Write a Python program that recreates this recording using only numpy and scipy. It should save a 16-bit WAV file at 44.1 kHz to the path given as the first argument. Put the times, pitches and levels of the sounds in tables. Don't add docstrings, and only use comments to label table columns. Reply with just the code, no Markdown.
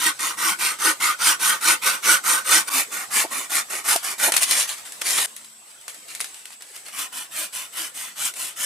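import sys
import numpy as np
from scipy import signal
from scipy.fft import rfft, irfft, next_fast_len
from scipy.io import wavfile
from scipy.ndimage import uniform_filter1d

SR = 44100
rng = np.random.default_rng(int(sys.argv[2]) if len(sys.argv) > 2 else 0)


def store_wav(level_fs):
    pcm = np.round(np.clip(np.atleast_2d(level_fs), -1, 1) * 32767)
    wavfile.write(sys.argv[1], SR, pcm.T.astype(np.int16))


def voltage_ratio(level):
    return 10 ** (np.asarray(level, float) / 20)


N = 381465
T = np.arange(N) / SR
FFT_N = 2 * next_fast_len(N // 2 + SR // 8, True)
HZ = np.fft.rfftfreq(FFT_N, 1 / SR)
MIC_HZ = 168


def evened(x):
    return x / np.sqrt(np.mean(abs(x) ** 2) + 1e-20)


def read(points):
    f, value = np.transpose(points)
    return np.interp(np.log(HZ + 1), np.log(f + 1), value)


def modes(rows):
    sharpest = 36
    total = 0
    for k, (hz, width, db) in enumerate(rows):
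        width = max(width, hz / sharpest)
        total = total + (-1) ** k * voltage_ratio(db) / (1 + 2j * (HZ - hz) / width)
    return total


CUTS_S = (2.697, 5.263)


def heard(s):
    edges = np.array([0, *CUTS_S, N / SR])
    return np.round(edges[np.searchsorted(CUTS_S, s):][:2] * SR).astype(int)


def levels(rows, low_flatter, bite, grip_s):
    out = np.zeros((2, N))
    for start, rise, fall, db, low_db, pointed in rows:
        end = start + rise + fall
        ends = np.round(np.array([start, end]) * SR).astype(int)
        at = slice(*np.clip(ends, *heard(start + rise / 2)))
        up, down = (T[at] - start) / rise, (end - T[at]) / fall
        speed = np.sin(np.pi / 2 * np.clip(np.minimum(up, down), 0, 1))
        speed = speed ** np.where(up < 1, bite, 1)
        speed *= np.clip((T[at] - start - grip_s) / 0.0066, .3, 1)
        out[:, at] += voltage_ratio([[db], [db + low_db]]) * speed ** (pointed * np.array([[1], [low_flatter]]))
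    return out


def grit(per_s, spread_db, grain_s, smooth):
    size = voltage_ratio(spread_db * np.minimum(rng.exponential(1, N), 4))
    size = size * (rng.random(N) < per_s / SR)
    grains = signal.lfilter([1], [1, -np.exp(-1 / (grain_s * SR))], size)
    return evened(smooth + evened(grains))


# (frequency [Hz], phase [rad])
LEAD = [(0, 0.0), (150, 0.0), (520, -1.13), (1380, -0.55), (4130, -0.18), (8270, -0.7), (15900, 1)]
# (frequency [Hz], level [dB])
LEAN = [(60, 0.0), (180, -0.5), (550, -1.1), (1650, -1.9), (4970, -0.53), (15000, 0.0)]


def ports(drive, body, same):
    split_hz = 2255
    scatter_s, scatter_share = 0.0088, 0.72
    body = body / (1 + (MIC_HZ / (HZ + 1)) ** 2)
    low = 1 / (1 + (HZ / split_hz) ** 6)
    parts = [evened(body * np.sqrt(share)) for share in (1 - low, low)]
    noise = rng.standard_normal((3, N))
    keep = np.exp(-1 / (scatter_s * SR))
    power = np.square(drive)
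    places = np.split(power, heard(CUTS_S[1]), axis=1)
    smeared = np.hstack([signal.lfilter([1 - keep], [1, -keep], place) for place in places])
    late = np.sqrt((1 - scatter_share) * power + scatter_share * smeared)
    z = sum(rfft(noise * [d, e, e], FFT_N) * part for d, e, part in zip(drive, late, parts))
    c = read(same)
    mixed = np.sqrt(c) * z[0] + np.sqrt(1 - c) * z[1:]
    side = np.array([[.5], [-.5]]) * (1j * read(LEAD) + read(LEAN) * np.log(10) / 20)
    return irfft(mixed * np.exp(side))[:, :N]


def shifting(x, patch_db, colour_db, turn_rad, pan_db):
    z = signal.stft(x, nperseg=1024, noverlap=768)[2]
    field = rng.standard_normal((4, *z.shape[1:]))
    spans = [(3, 8), (4, 30), (3, 8), (5, 12)]
    patch, colour, turn, pan = (evened(uniform_filter1d(uniform_filter1d(f, bins, 0), frames, 1))
                                for f, (bins, frames) in zip(field, spans))
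    apart = np.clip(np.fft.rfftfreq(1024, 1 / SR) / 700, 0, 1)[:, None]
    slide = np.exp(.5j * turn_rad * apart * turn) * voltage_ratio(.5 * pan_db * apart * pan)
    z = z * evened(voltage_ratio(patch_db * patch + colour_db * colour)) * np.array([slide, 1 / slide])
    return signal.istft(z, nperseg=1024, noverlap=768)[1][:, :N]


# (start [s], length [s], rasp drive [dB])
STROKES = [(-0.043, 0.18, -19.5), (0.169, .19, -23), (0.349, 0.22, -19.5), (0.566, 0.21, -21.5),
           (0.765, 0.19, -19.5), (0.979, 0.19, -21), (1.166, 0.21, -17), (1.373, 0.24, -18),
           (1.583, 0.2, -16), (1.798, 0.21, -21.5), (2, 0.21, -13.5), (2.215, 0.23, -17.5),
           (2.421, 0.23, -14.5), (2.653, 0.13, -24.5), (2.673, 0.19, -18), (2.896, 0.17, -29),
           (3.083, 0.19, -17.5), (3.287, 0.19, -28.5), (3.473, 0.17, -19.5), (3.679, 0.15, -28),
           (3.82, 0.17, -19), (4.006, 0.16, -26.5), (4.158, 0.17, -18.5), (6.902, 0.19, -29),
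           (7.103, 0.18, -32.5), (7.286, 0.22, -27.5), (7.504, 0.2, -31.5), (7.7, 0.22, -31.5),
           (7.92, 0.22, -33), (8.135, 0.2, -23.5), (8.332, 0.23, -29), (8.538, 0.17, -25)]
# (rasp drive [dB], wood tone against the rasp [dB], pointedness [exponent])
USUAL = [(-18, -6, 2.36), (-23, -8.5, 1.76), (-28.5, -9, 2.1)]


def strokes_at(place):
    push_rise, pull_rise = 0.57, 0.37
    wood_per_db, point_per_db = -0.34, 0.1459
    usual_db, wood_db, pointed = USUAL[place]
    rows = [row for row in STROKES if np.searchsorted(CUTS_S, row[0] + row[1] / 4) == place]
    shaped = []
    for (s, length, db), rise in zip(rows, [push_rise, pull_rise] * len(rows)):
        harder = db - usual_db
        shaped.append((s, rise * length, (1 - rise) * length, db,
                       wood_db + wood_per_db * harder, pointed + point_per_db * harder))
    return shaped


# (frequency [Hz], least width [Hz], relative level [dB])
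NEAR_BODY = [(59, -68), (100, -39), (322, -23), (721, -12), (1450, 4.5), (1680, -7), (9210, -6),
             (14100, -12.5), (16000, -47)], [(182.5, 55, -16.5), (225, 52, -27), (309, 17, -8.5),
             (560, 7.7, -5), (876.5, 23, -5.5), (1106, 57, 4.5), (1219, 31, 0), (1464, 53, 7.5),
             (1522, 37, -1.5), (1847, 30, 0.5), (2240, 330, -13), (3146, 67, -2), (5810, 67, -11.5),
             (8960, 620, 1)]
FRONT_BODY = [(59, -66), (100, -24), (266, -8), (513, -9), (1230, 0.5), (1650, -6), (2420, -4), (3120, -11),
              (9210, -1), (13500, -9), (16000, -25)], [(1120, 36, -9.5), (1893, 86, 1), (2150, 26, -11),
              (2320, 47, 1), (3040, 73, -13.5), (3600, 79, -3)]
FAR_BODY = [(59, -56), (100, -16), (308, -12.5), (471, -21), (570, -9.5), (1360, -5), (2990, -4.5),
            (4290, -4.5), (9210, 5), (15000, -7.5), (16000, -34)], [(1017, 22, -6), (1426, 46, 1.5),
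            (1937, 36, -7), (2427, 63, 3), (3006, 104, 0), (3510, 37, 3.5)]
# (frequency [Hz], shared power [0-1])
SAME = [(60, .97), (200, .95), (500, .66), (1000, .5), (2400, .55), (6000, .64), (15000, .8)]


def saw(strokes, body, broad_db):
    colour, rings = body
    teeth = grit(per_s=2800, spread_db=2.0, grain_s=0.0001, smooth=1.0)
    catches = grit(per_s=90, spread_db=9.0, grain_s=0.022, smooth=8.7)
    drive = levels(strokes, 0.71, 0.78, grip_s=0.017) * teeth * catches * bites()
    return ports(drive, voltage_ratio(read(colour) + broad_db) + modes(rings), SAME)


# (frequency [Hz], relative level [dB])
WASH = [(20, -38), (60, -24), (150, -14.5), (300, -10.5), (600, -6), (1500, -7), (5000, -8.5), (9000, -7.5),
        (12000, -12.5), (15500, -21)]
# (time [s], level [dB])
WASH_DB = [(0, -42.5), (2.69, -41), (4.3, -44), (5.25, -41), (5.3, -45.5), (5.5, -49.5), (5.6, -50.5),
           (5.8, -49), (6.2, -43.5), (6.6, -51.5), (6.9, -46), (7.1, -48), (8.65, -46.5)]
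# (frequency [Hz], shared power [0-1])
WASH_SAME = [(20, .95), (100, .9), (200, 0.8), (550, 0.05), (1650, 0), (4970, 0.23), (15000, 0.64)]


def wash():
    c = read(WASH_SAME)
    z = rfft(rng.standard_normal((3, FFT_N))) * evened(voltage_ratio(read(WASH)))
    noise = irfft(np.sqrt(c) * z[0] + np.sqrt(1 - c) * z[1:])[:, :N]
    return voltage_ratio(np.interp(T, *np.transpose(WASH_DB))) * noise


# (frequency [Hz], width before squaring [Hz], level before squaring [dB])
CICADAS = [(7300, 400, -10), (7720, 280, 1), (8160, 320, 0)]
# (time [s], level [dB])
CICADA_DB = [(0, -48), (2.69, -48), (5.25, -48), (5.27, -48), (8.65, -51.5)]


def cicadas():
    buzz = 1 + 0.21 * np.sin(2 * np.pi * 95 * T)
    swell = voltage_ratio(1.5 * evened(uniform_filter1d(rng.standard_normal(N), 3500)))
    song = voltage_ratio(np.interp(T, *np.transpose(CICADA_DB))) * buzz * swell
    steep = 1 / (1 + ((HZ - 7900) / 750) ** 6)
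    band = sum(abs(modes([row])) ** 2 for row in CICADAS) * steep
    return ports([song], band, WASH_SAME)


# (time [s], peak level [dB], mean frequency [Hz])
THRUMS = [(0.055, -36, 311), (0.448, -37, 323), (0.852, -31, 327), (1.677, -35, 341), (2.075, -37.5, 325),
          (2.539, -35, 338), (2.742, -34.5, 269), (6.975, -51, 281), (7.153, -57, 257), (7.383, -48, 318),
          (7.79, -45, 313)]


def thrums():
    length_s = 0.076
    out = np.zeros(N)
    u = np.arange(round(length_s * SR)) / (length_s * SR)
    for s, db, hz in THRUMS:
        wobble = 0.041 * evened(uniform_filter1d(rng.standard_normal(SR // 2), 250))[:len(u)]
        tone = np.sin(2 * np.pi * np.cumsum(hz * (1 + wobble)) / SR)
        out[round(s * SR):][:len(u)] += voltage_ratio(db) * np.sin(np.pi * u ** 0.47) * tone
    return out


# (time [s], jump [dB])
BITES = [(.845, 5), (1.262, 3), (1.673, 3), (1.859, 5), (2.512, 3), (3.885, 5), (6.985, 4), (7.172, 4),
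         (7.362, 3), (7.53, 3), (7.772, 7)]


def bites():
    return voltage_ratio(sum(db * (T > s) * np.exp(-np.abs(T - s) / 0.051) for s, db in BITES))


def place_dips():
    fade_s = .006
    return np.prod([np.clip(abs(T - s) / fade_s, 0, 1) for s in CUTS_S], axis=0)


# (time [s], rattle drive [dB], length [s])
KNOCKS = [(3.238, -29, .022), (3.956, -22, .006), (4.277, -26, .022)]
# (frequency [Hz], width [Hz], relative level [dB])
KNOCK_MODES = [(328, 120, -5.5), (670, 64, 4.5), (908, 55, 2), (1300, 610, -19)]


def knocks():
    drive = np.zeros(FFT_N)
    for s, db, length in KNOCKS:
        rattle = rng.standard_normal(round(length * SR))
        drive[round(s * SR):][:len(rattle)] += voltage_ratio(db) * rattle
    ring = evened(modes(KNOCK_MODES) * HZ / (HZ + 2 * MIC_HZ))
    return irfft(rfft(drive) * ring)[:N]


# (time [s], peak drive [dB], low part against it [dB])
SNAPS = [(3.961, -9, -39), (4.3205, -9, -5), (4.339, -14, 0), (4.364, -7, -8), (4.3668, -6.5, -32),
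         (4.3784, -12, -12), (4.4225, -14, -16), (4.4305, -6.5, -30), (4.439, -13, -24),
         (4.5098, -6.5, -31), (4.691, -21, -29), (4.921, -25.5, -28.5), (5.017, -20.5, -1.5),
         (5.185, -18, 2), (5.257, -23, -25), (5.2794, -42, -26.5), (5.3643, -25, -40), (5.446, -32.5, -38),
         (5.812, -36, -25), (5.8802, -22.5, -8.5), (5.9444, -31, -26), (6.1496, -21.5, -15),
         (6.195, -28, -20), (6.2033, -18, -7.5), (6.21, -16.5, -25), (6.2434, -21.5, -14),
         (6.343, -30.5, -10), (6.455, -28.5, -10), (6.4774, -39, -24), (6.5044, -34.5, -6),
         (6.6082, -36.5, -1.5), (6.6218, -29.5, -17), (6.762, -27, -23), (6.862, -33, -17),
         (6.8834, -29.5, -4), (8.338, -27, -15)]
# (frequency [Hz], relative level [dB])
LEAVES = [(59, -62), (100, -20.5), (676, -2.5), (784, -3), (1870, 1.5), (5770, 0.5), (9610, 6),
          (14700, -11), (16000, -21)]


def snaps():
    t60_s = 0.021
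    drive = np.zeros((2, N))
    for s, db, low_db in SNAPS:
        t = T[round(s * SR):][:SR // 8] - s
        shape = np.clip(t / 0.0007, 0, 1) * voltage_ratio(db - 60 * t / t60_s)
        drive[:, round(s * SR):][:, :len(t)] += shape * voltage_ratio([[0], [low_db]])
    return ports(drive, voltage_ratio(read(LEAVES)), SAME) * voltage_ratio([[.8], [-.8]])


RUSTLE_LOW_DB, RUSTLE_POINT = -10.5, 1.66


def settling():
    drive_db, follow, t60_s, rise_s = -23.5, 0.71, 0.29, 0.0027
    power = np.zeros(N)
    for s, db, _ in SNAPS:
        at = slice(round(s * SR), heard(s)[1])
        t = T[at] - s
        stir = np.clip(t / rise_s, 0, 1) * voltage_ratio(follow * db + drive_db - 60 * t / t60_s)
        power[at] += stir ** 2
    return np.sqrt(power) * voltage_ratio([[0], [RUSTLE_LOW_DB]])


# (start [s], rise [s], fall [s], drive [dB])
RUSTLE = [(4.33, 0.019, 0.046, -29), (4.4, 0.027, 0.022, -20.5), (4.458, 0.078, 0.032, -21),
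          (4.54, 0.045, 0.093, -19.5), (4.668, 0.021, 0.044, -29), (4.71, 0.023, 0.031, -36),
          (4.756, 0.025, 0.047, -40), (4.847, .013, .07, -39), (5.009, 0.0088, 0.0087, -24.5),
          (5.033, 0.058, .36, -21), (5.172, 0.01, 0.015, -23.5), (5.265, 0.0079, .075, -53),
          (5.645, 0.054, 0.11, -51), (5.875, .02, 0.045, -50), (6.068, 0.024, 0.1, -39),
          (6.33, .03, 0.14, -49.5), (6.51, .02, 0.042, -47), (6.63, 0.079, 0.14, -48),
          (6.735, 0.022, 0.018, -42), (6.845, .015, .04, -43)]


def rustle():
    crackle = grit(per_s=2300, spread_db=2.5, grain_s=0.00078, smooth=1.0)
    clumps = grit(per_s=110, spread_db=6.0, grain_s=0.066, smooth=6.6)
    rows = [(*row, RUSTLE_LOW_DB, RUSTLE_POINT) for row in RUSTLE]
    moved = levels(rows, 0.69, 0.92, grip_s=0) + settling()
    return ports(moved * crackle * clumps, voltage_ratio(read(LEAVES)), SAME) * voltage_ratio([[.8], [-.8]])


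# (time [s], frequency [Hz], rms level [dB])
HUM = [(5.27, 221.4, -68), (5.616, 222.0, -71), (5.66, 221.8, -82)]


def hum():
    s, hz, db = np.transpose(HUM)
    level = np.sqrt(2) * voltage_ratio(np.interp(T, s, db, -120, -120))
    return level * np.sin(2 * np.pi * np.cumsum(np.interp(T, s, hz)) / SR)


def scene():
    near, front, far = map(strokes_at, range(len(USUAL)))
    sawing = saw(near, NEAR_BODY, -3.0) + saw(front, FRONT_BODY, -3.0)
    sawing += saw(far, FAR_BODY, -1.5) * voltage_ratio([[.6], [-.6]])
    moving = shifting(sawing + rustle(), patch_db=2.5, colour_db=2.5, turn_rad=0.41, pan_db=3.0)
    moving += shifting(wash(), patch_db=3.5, colour_db=-0.9, turn_rad=0.45, pan_db=1.0)
    return place_dips() * (moving + cicadas() + thrums() + knocks() + snaps() + hum())


def top_cut(x):
    return signal.sosfilt(signal.butter(12, 16340, fs=SR, output="sos"), x)


def record(dry):
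    edge_hz = 15550
    soft = .97 * np.tanh(dry / .97)
    lowpass = signal.firwin(255, edge_hz, window=("kaiser", 9), fs=SR)
    narrow = signal.oaconvolve(soft, lowpass[None], "same")
    return top_cut(narrow)


dry = scene()
out = record(dry)
store_wav(out)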